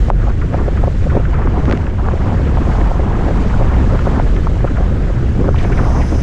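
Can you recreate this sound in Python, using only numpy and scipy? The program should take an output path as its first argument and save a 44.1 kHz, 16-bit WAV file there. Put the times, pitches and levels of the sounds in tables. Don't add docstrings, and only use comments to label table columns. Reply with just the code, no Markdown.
import sys
import numpy as np
from scipy import signal
from scipy.fft import rfft, irfft
from scipy.io import wavfile
from scipy.ndimage import uniform_filter1d, minimum_filter1d

SR = 44100
rng = np.random.default_rng(int(sys.argv[2]) if len(sys.argv) > 2 else 0)


def log_audio(samples):
    frames = np.atleast_2d(samples).T
    limited = np.clip(frames, -1, 1)
    pcm = np.round(limited * 32767).astype(np.int16)
    wavfile.write(sys.argv[1], SR, pcm)


N = 274520
TIME = np.arange(N) / SR


def gain_of(db):
    return 10 ** (np.asarray(db) / 20)


def unit_rms(x):
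    return x / np.sqrt(np.mean(x ** 2) + 1e-20)


def follow(curve, depth=1):
    times, db = np.transpose(curve)
    return gain_of(depth * np.interp(TIME, times, db))


def swell(start, hold, rise_s, fall_s):
    attack = np.clip((TIME - start) / rise_s, 0, 1)
    return attack * np.exp(-np.maximum(TIME - start - hold, 0) / fall_s)


def equalise(x, curve):
    hz, db = np.transpose(curve)
    bins = np.fft.rfftfreq(len(x), 1 / SR)
    response = gain_of(np.interp(np.log(bins + 1), np.log(hz), db))
    return unit_rms(irfft(rfft(x) * response, len(x)))


def add(mix, start, sound):
    part = mix[max(round(start * SR), 0):][:len(sound)]
    part += sound[:len(part)]


def drift(rate_hz):
    bins = np.fft.rfftfreq(N, 1 / SR)
    return unit_rms(irfft(rfft(rng.standard_normal(N)) / (1 + (bins / rate_hz) ** 4), N))


def jitter(samples, smoothing):
    return unit_rms(uniform_filter1d(rng.standard_normal(samples), size=smoothing))


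def patchy_noise(depth_db, width_bins):
    spectra = signal.stft(rng.standard_normal(N), nperseg=256, noverlap=192)[2]
    patches = uniform_filter1d(rng.standard_normal(spectra.shape), size=10, axis=1)
    patches = unit_rms(uniform_filter1d(patches, width_bins, axis=0))
    return signal.istft(spectra * gain_of(depth_db * patches), nperseg=256, noverlap=192)[1][:N]


def froth(envelope, hz, spread):
    bins = np.fft.rfftfreq(len(envelope), 1 / SR) + 1
    band = np.exp(-(np.log(bins / hz) / spread) ** 2)
    return unit_rms(irfft(rfft(envelope * rng.standard_normal(len(envelope))) * band))


# (time [s], level [dB])
WIND_RIDE = [(0, -11), (.23, -12), (.3, -13), (1, -12.5), (1.4, -12), (1.72, -13), (1.95, -14), (2.3, -12),
             (2.9, -12.5), (3.95, -10.5), (5.2, -13), (5.65, -9), (6.22, -13)]
# (frequency [Hz], level [dB])
WIND_EQ = [(10, -9), (25, 0.5), (33, -5.5), (42, 2), (52, -2), (65, 1), (85, -4.5), (125, -7.5),
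           (170, -14.5), (240, -21), (350, -29.5), (600, -36.5), (1500, -67), (5000, -102)]
# (start [s], hold [s], level against the wind [dB])
EDDY_CUES = [(0, 0.28, 2.5), (2.725, 0.19, 5)]
# (frequency [Hz], level [dB])
EDDY_EQ = [(15, -14), (28, 3.5), (36, 7), (48, 9.5), (90, -20.5), (2000, -140)]
def wind_buffet():
    eddies = sum(gain_of(db) * swell(start, hold, rise_s=.02, fall_s=.02)
                 for start, hold, db in EDDY_CUES)
    push = equalise(rng.standard_normal(N), WIND_EQ)
    push += eddies * equalise(rng.standard_normal(N), EDDY_EQ)
    power = uniform_filter1d(abs(signal.hilbert(push)) ** 2, size=500) / 2
    gusts = gain_of(np.minimum(drift(rate_hz=12), 1))
    return follow(WIND_RIDE) * gusts * unit_rms(push / np.sqrt(1 + power))


RAIL_BITE_S, RAIL_HOLD_S, RAIL_RISE_S = 5.575, .068, .018
# (time [s], level [dB])
MIST_RIDE = [(0, -43), (.25, -49), (.7, -47.5), (1.05, -45.5), (1.2, -50.5), (1.45, -52), (1.65, -47.5),
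             (1.92, -51.5), (2.15, -47), (2.5, -47), (2.78, -43.5), (3.05, -48), (3.42, -43.5), (3.7, -46),
             (4, -43), (4.72, -47), (5.44, -47), (5.51, -48), (5.58, -47.5), (6.22, -45)]
# (frequency [Hz], level [dB])
MIST_EQ = [(1000, -1), (3000, 6), (5000, 0), (6200, -2), (7400, -3.5), (8500, -10.5), (10000, -17),
           (11300, -25), (14400, -24.5), (16000, -43.5)]
def mist():
    puff = gain_of(-43) * swell(RAIL_BITE_S, RAIL_HOLD_S, RAIL_RISE_S, fall_s=.002)
    hiss = equalise(patchy_noise(depth_db=1.3, width_bins=10), MIST_EQ)
    return np.hypot(follow(MIST_RIDE), puff) * hiss


# (frequency [Hz], level [dB])
SHEET_EQ = [(3000, -41), (4300, -21), (5000, -0.5), (5600, -4.5), (6250, -1.5), (6900, -15.5), (8600, -17),
            (10400, -19.5), (11100, -20), (11900, -40), (13200, -29), (15000, -46)]
def spray_sheet(full_db=-43.5, halfway_s=5.72, build_s=.15):
    fade_in = gain_of(full_db) / (1 + np.exp((halfway_s - TIME) / build_s))
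    return fade_in * equalise(patchy_noise(depth_db=1.5, width_bins=10), SHEET_EQ)


# (time [s], load [dB])
HULL_LOAD = [(0, -4), (.28, -0.5), (.36, -8.5), (.56, -1), (1, -5.5), (1.15, -1), (1.72, 0.5), (1.95, -5),
             (2.25, 1), (2.9, -0.5), (3.3, 1.8), (3.8, 1), (4.12, -1), (4.45, -3.5), (4.8, -1),
             (5.28, -3.5), (5.46, -2.5), (5.52, -6), (5.6, 0), (6.22, -1.5)]
# (frequency [Hz], level [dB])
SPLATTER_EQ = [(300, -16), (800, -12), (1250, 0), (1650, 0), (2100, -5), (3000, -13.5), (4200, -25.5),
               (7000, -27), (14000, -63)]
def splatter(drops_per_s=1500):
    sizes = gain_of(4 * np.minimum(rng.exponential(1, N), 4)) * rng.choice([-1, 1], N)
    drops = unit_rms(sizes * (rng.random(N) < drops_per_s / SR))
    wash = unit_rms(patchy_noise(depth_db=3, width_bins=5))
    thrown = gain_of(-36.5) * follow(HULL_LOAD, depth=.71)
    ragged = gain_of(-51 + 3 * drift(rate_hz=60))
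    burst = ragged * swell(RAIL_BITE_S, RAIL_HOLD_S, RAIL_RISE_S, fall_s=.12)
    return np.hypot(thrown, burst) * equalise(wash + .51 * drops, SPLATTER_EQ)


# (start [s], hold [s], froth level [dB], deep water level [dB])
WAVE_CUES = [(0.26, 0.016, -27, -32), (0.517, 0.13, -35, -26.5), (0.799, 0.07, -32, -26),
             (1.114, 0.065, -31.5, -15), (1.306, 0.18, -36, -27), (1.525, 0.069, -30, -18),
             (1.666, 0.062, -23, -16.5), (1.977, 0.15, -28.5, -38), (2.242, 0.072, -28.5, -16.5),
             (2.55, 0.64, -31.5, -31), (3.193, 0.1, -28, -32), (3.48, 0.25, -35, -38),
             (3.891, 0.067, -26.5, -19.5), (4.04, 0.15, -27, -21.5), (4.76, 0.11, -33, -38),
             (5.37, 0.11, -36, -18.5), (5.76, 0.26, -27, -24), (6.098, 0.066, -30, -18.5)]
FROTH, DEEP_WATER = 0, 1
def surges(layer):
    return sum(gain_of(levels[layer]) * swell(start, hold, rise_s=.018, fall_s=.002)
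               for start, hold, *levels in WAVE_CUES)


# (frequency [Hz], level [dB])
CHURN_EQ = [(70, -18), (170, 3.5), (270, 0.5), (420, -3), (650, -13.5), (1100, -31.5), (4000, -74)]
def churn(throb_db=4.5):
    water = patchy_noise(depth_db=2, width_bins=3)
    throb = gain_of(throb_db * np.minimum(drift(rate_hz=33), .5))
    planing = gain_of(-24) * follow(HULL_LOAD, depth=.6)
    heave = gain_of(-1) * surges(DEEP_WATER)
    return np.hypot(planing, heave) * equalise(water * throb, CHURN_EQ)


def air_pocket(hz, length_s, froth_share, glide, rise_s=.0013):
    t = np.arange(-4096, 4096) / SR
    age = np.maximum(t + .35 * length_s, 0)
    envelope = (1 - np.exp(-(age / rise_s) ** 2)) * np.exp(-(age / length_s) ** 2)
    pitch = hz * np.exp(-glide * np.tanh(t / length_s) + .1795 * jitter(len(t), smoothing=80))
    ring = envelope * np.sin(2 * np.pi * (np.cumsum(pitch) / SR + rng.random()))
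    return unit_rms(unit_rms(ring) + froth_share * froth(envelope, hz, spread=.13))


def gurgle(per_s=130, low_hz=550, high_hz=1402, sizes=16):
    out = np.zeros(N)
    for hz in np.geomspace(low_hz, high_hz, sizes):
        triggers = rng.uniform(.99, 1, N) * (rng.random(N) < per_s / sizes / SR)
        pocket = air_pocket(hz, length_s=.0115, froth_share=.89, glide=.086)
        out += signal.oaconvolve(triggers, pocket, "same")
    return unit_rms(out)


# (frequency [Hz], level [dB])
GUSH_EQ = [(200, -8.5), (450, 2), (750, 6.5), (1100, 3.5), (1450, -5.5), (2000, -24), (4000, -31),
           (9000, -68)]
def gush():
    water = equalise(patchy_noise(depth_db=4, width_bins=3), GUSH_EQ)
    bubbles = gain_of(-7) * gurgle()
    planing = gain_of(-33) * follow(HULL_LOAD, depth=2.06)
    return np.hypot(planing, surges(FROTH)) * unit_rms(water + bubbles)


# (time [s], peak [dB], brightness tilt [dB/octave])
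TICK_CUES = [(0.102, -8, 1), (1.6555, -15, -2), (1.6975, -18, -3), (1.7124, -8.5, 0), (1.7251, -7, -2.5),
             (1.7277, -16.5, 5), (1.7747, -17, 1)]
# (frequency [Hz], level [dB])
TICK_EQ = [(300, -23), (1000, 4.5), (2000, 11), (3500, 0), (6500, -8.5), (9000, -23), (12000, -45),
           (16000, -47)]
def camera_ticks(spatter_share=.14, spatter_s=.0007):
    t = np.arange(-256, 768) / SR
    out = np.zeros(N)
    for time, db, tilt in TICK_CUES:
        impulse = t == 0
        spatter = spatter_share * rng.standard_normal(len(t)) * (t > 0) * np.exp(-abs(t) / spatter_s)
        snap = equalise(impulse + spatter, [(hz, level + tilt * np.log2(hz)) for hz, level in TICK_EQ])
        add(out, time + t[0], gain_of(db) * snap / abs(snap).max())
    return out


# (time [s], envelope peak [dB], pitch [Hz], decay [s])
SMACK_CUE = (.1017, 10.5, 810, .00078)
def microphone_smack():
    time, db, hz, decay = SMACK_CUE
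    age = np.maximum(TIME - time, 0)
    envelope = (age / decay) ** 2 * np.exp(2 - 2 * age / decay)
    return gain_of(db) * envelope * np.sin(2 * np.pi * hz * age)


# (time [s], level [dB], pitch [Hz], length [s])
SPLASH_CUES = [(0.28, -23.5, 784, 0.0086), (0.301, -28, 1340, 0.016), (0.422, -27, 1403, 0.021),
               (0.542, -24.5, 1300, 0.011), (0.598, -29.5, 1150, 0.031), (0.776, -24.5, 1330, 0.012),
               (1.105, -25, 1385, 0.016), (1.254, -19.5, 1600, 0.0044), (1.347, -26.5, 1290, 0.0303),
               (1.427, -29, 1196, 0.027), (1.73, -17, 993, 0.0073), (1.87, -26, 1580, 0.0102),
               (2.293, -26, 837, 0.029), (2.333, -23, 720, 0.017), (2.702, -23.5, 850, 0.027),
               (2.719, -26, 1544, 0.015), (2.756, -21, 750, 0.019), (2.574, -23, 1400, 0.0042),
               (2.815, -21, 1580, .005), (2.868, -28, 782, 0.033), (3.992, -15, 1460, .0045),
               (4.165, -21.5, 1150, 0.0096), (4.197, -14, 1400, 0.0031), (4.365, -24, 1956, 0.0056),
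               (4.472, -20, 1230, 0.0061), (4.679, -24, 1360, 0.015), (4.77, -25, 1280, 0.01),
               (5.56, -29.5, 1960, 0.012), (5.594, -30.5, 2230, 0.03), (5.647, -32.5, 2000, 0.022),
               (5.652, -20, 700, 0.014), (5.727, -25, 1694, .018), (5.78, -27, 1900, 0.016),
               (5.795, -18, 1140, .014), (6.026, -31.5, 1880, 0.036)]
def splashes(trim_db=1, crackle_db=4, rise_s=.0013):
    t = np.arange(-4096, 4096) / SR
    out = np.zeros(N)
    for time, db, hz, length in SPLASH_CUES:
        age = np.maximum(t + .5 * length, 0)
        envelope = (1 - np.exp(-age / rise_s)) * np.exp(-(age / (.72 * length)) ** 2)
        crackle = gain_of(crackle_db * np.minimum(jitter(len(t), smoothing=60), 2))
        drops = froth(envelope * crackle, hz, spread=.55)
        pocket = air_pocket(hz, length, froth_share=.64, glide=.1)
        level = gain_of(trim_db + db) * np.sqrt(np.mean(envelope ** 2))
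        add(out, time + t[0], level * unit_rms(drops + 1.4 * pocket))
    return out


def hull_knock(hz):
    cycles = np.arange(2048) / SR * hz
    envelope = (cycles * np.exp(1 - cycles)) ** 4
    wet_edge = gain_of(-21) * froth(np.ones_like(envelope), hz=1150, spread=.27)
    return envelope * (np.cos(2 * np.pi * cycles) + wet_edge)


def with_sail_echo(x, echo_db, delay_s=.0055):
    late = np.concatenate([np.zeros(round(delay_s * SR)), x])[:len(x)]
    return x + gain_of(echo_db) * late


def ripples(per_s=16, low_hz=430, high_hz=850, sizes=8):
    pats = np.zeros(N)
    for hz in np.geomspace(low_hz, high_hz, sizes):
        triggers = rng.uniform(.31, 1, N) * (rng.random(N) < per_s / sizes / SR)
        pats += signal.oaconvolve(triggers, hull_knock(hz))[:N]
    return gain_of(-39) * follow(HULL_LOAD, depth=.67) * unit_rms(with_sail_echo(pats, echo_db=-8))


# (time [s], direct peak [dB], pitch [Hz], echo against direct [dB])
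SLAP_CUES = [(.0855, -13, 610, -18), (.1068, -11, 477, 8), (.2715, -14, 680, -4), (.2845, -17, 700, -13),
             (.529, -18, 600, 1), (.5448, -5, 630, -5), (.6814, -8.5, 497, 0), (.8389, -5.5, 625, -20),
             (0.875, -9.5, 504, 3), (1.0661, -11, 530, 0.5), (1.1486, -15, 490, 6), (1.1697, -6.5, 605, -5),
             (1.2, -14, 520, -2), (1.3851, -21.5, 600, 6), (1.4738, -10.5, 1045, -11), (1.572, -19, 773, 5),
             (1.6823, -13.5, 900, -5), (1.6993, -10, 393, -11), (1.7137, -12.5, 480, 0),
             (1.7374, -3.5, 335, -24), (2.0867, -8.5, 1110, -11), (2.1347, -12.5, 447, 3),
             (2.3173, -15, 710, 2), (2.5727, -9, 860, -4), (2.586, -12, 644, -18), (2.6723, -14, 557, 1),
             (2.801, -18, 760, -7), (2.8125, -14.5, 668, -3), (2.911, -12.5, 675, 4.5),
             (2.9961, -8.5, 580, -3), (3.133, -16, 640, -3), (3.3057, -14.5, 550, 4.5),
             (3.6112, -8, 544, -2), (3.6245, -9.5, 650, -7), (3.734, -16.5, 620, -10), (3.95, -13, 477, -3),
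             (4.0722, -6, 504, -0.5), (4.165, -14.5, 517, -8), (4.1998, -4, 715, -18),
             (4.4707, -8, 1050, -9), (4.518, -16, 430, -9), (4.6452, -6, 523, 0.5), (4.801, -18, 577, 4),
             (4.92, -18, 450, -1), (5.1015, -11.5, 436, -1.5), (5.413, -16, 364, -8),
             (5.4432, -10, 380, -3), (5.485, -9, 494, 6), (5.5453, -10.5, 950, -10),
             (5.884, -14.5, 714, -6), (5.904, -15, 680, -10), (6.1441, -18, 506, -4)]
def hull_slaps():
    out = np.zeros(N)
    for time, db, hz, echo_db in SLAP_CUES:
        start = time - 1 / hz
        add(out, start, gain_of(db) * with_sail_echo(hull_knock(hz), echo_db))
    return out


def scene():
    bed = wind_buffet() + churn() + gush() + splatter() + mist() + spray_sheet()
    hits = hull_slaps() + ripples() + microphone_smack() + splashes() + camera_ticks()
    return (bed + hits)[None]


def record(dry, ceiling_db=-.4, split_hz=220, bass_db_per_s=700, upper_db_per_s=90, top_hz=15200):
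    over_db = np.maximum(20 * np.log10(abs(dry[0]) + 1e-9) - ceiling_db, 0)
    bass = signal.sosfiltfilt(signal.butter(2, split_hz, fs=SR, output="sos"), dry)
    out = np.zeros_like(dry)
    for band, release in (bass, bass_db_per_s), (dry - bass, upper_db_per_s):
        duck_db = np.maximum.accumulate(over_db + TIME * release) - TIME * release
        ahead_db = -minimum_filter1d(-duck_db, size=61)
        out += band / gain_of(uniform_filter1d(ahead_db, size=61))
    lowpass = signal.firwin(511, top_hz, window=("kaiser", 9), fs=SR)
    edge_fades = np.minimum(np.minimum(TIME, TIME[-1] - TIME) / .003, 1)
    return signal.oaconvolve(edge_fades * out, lowpass[None], "same")


dry = scene()
out = record(dry)
log_audio(out)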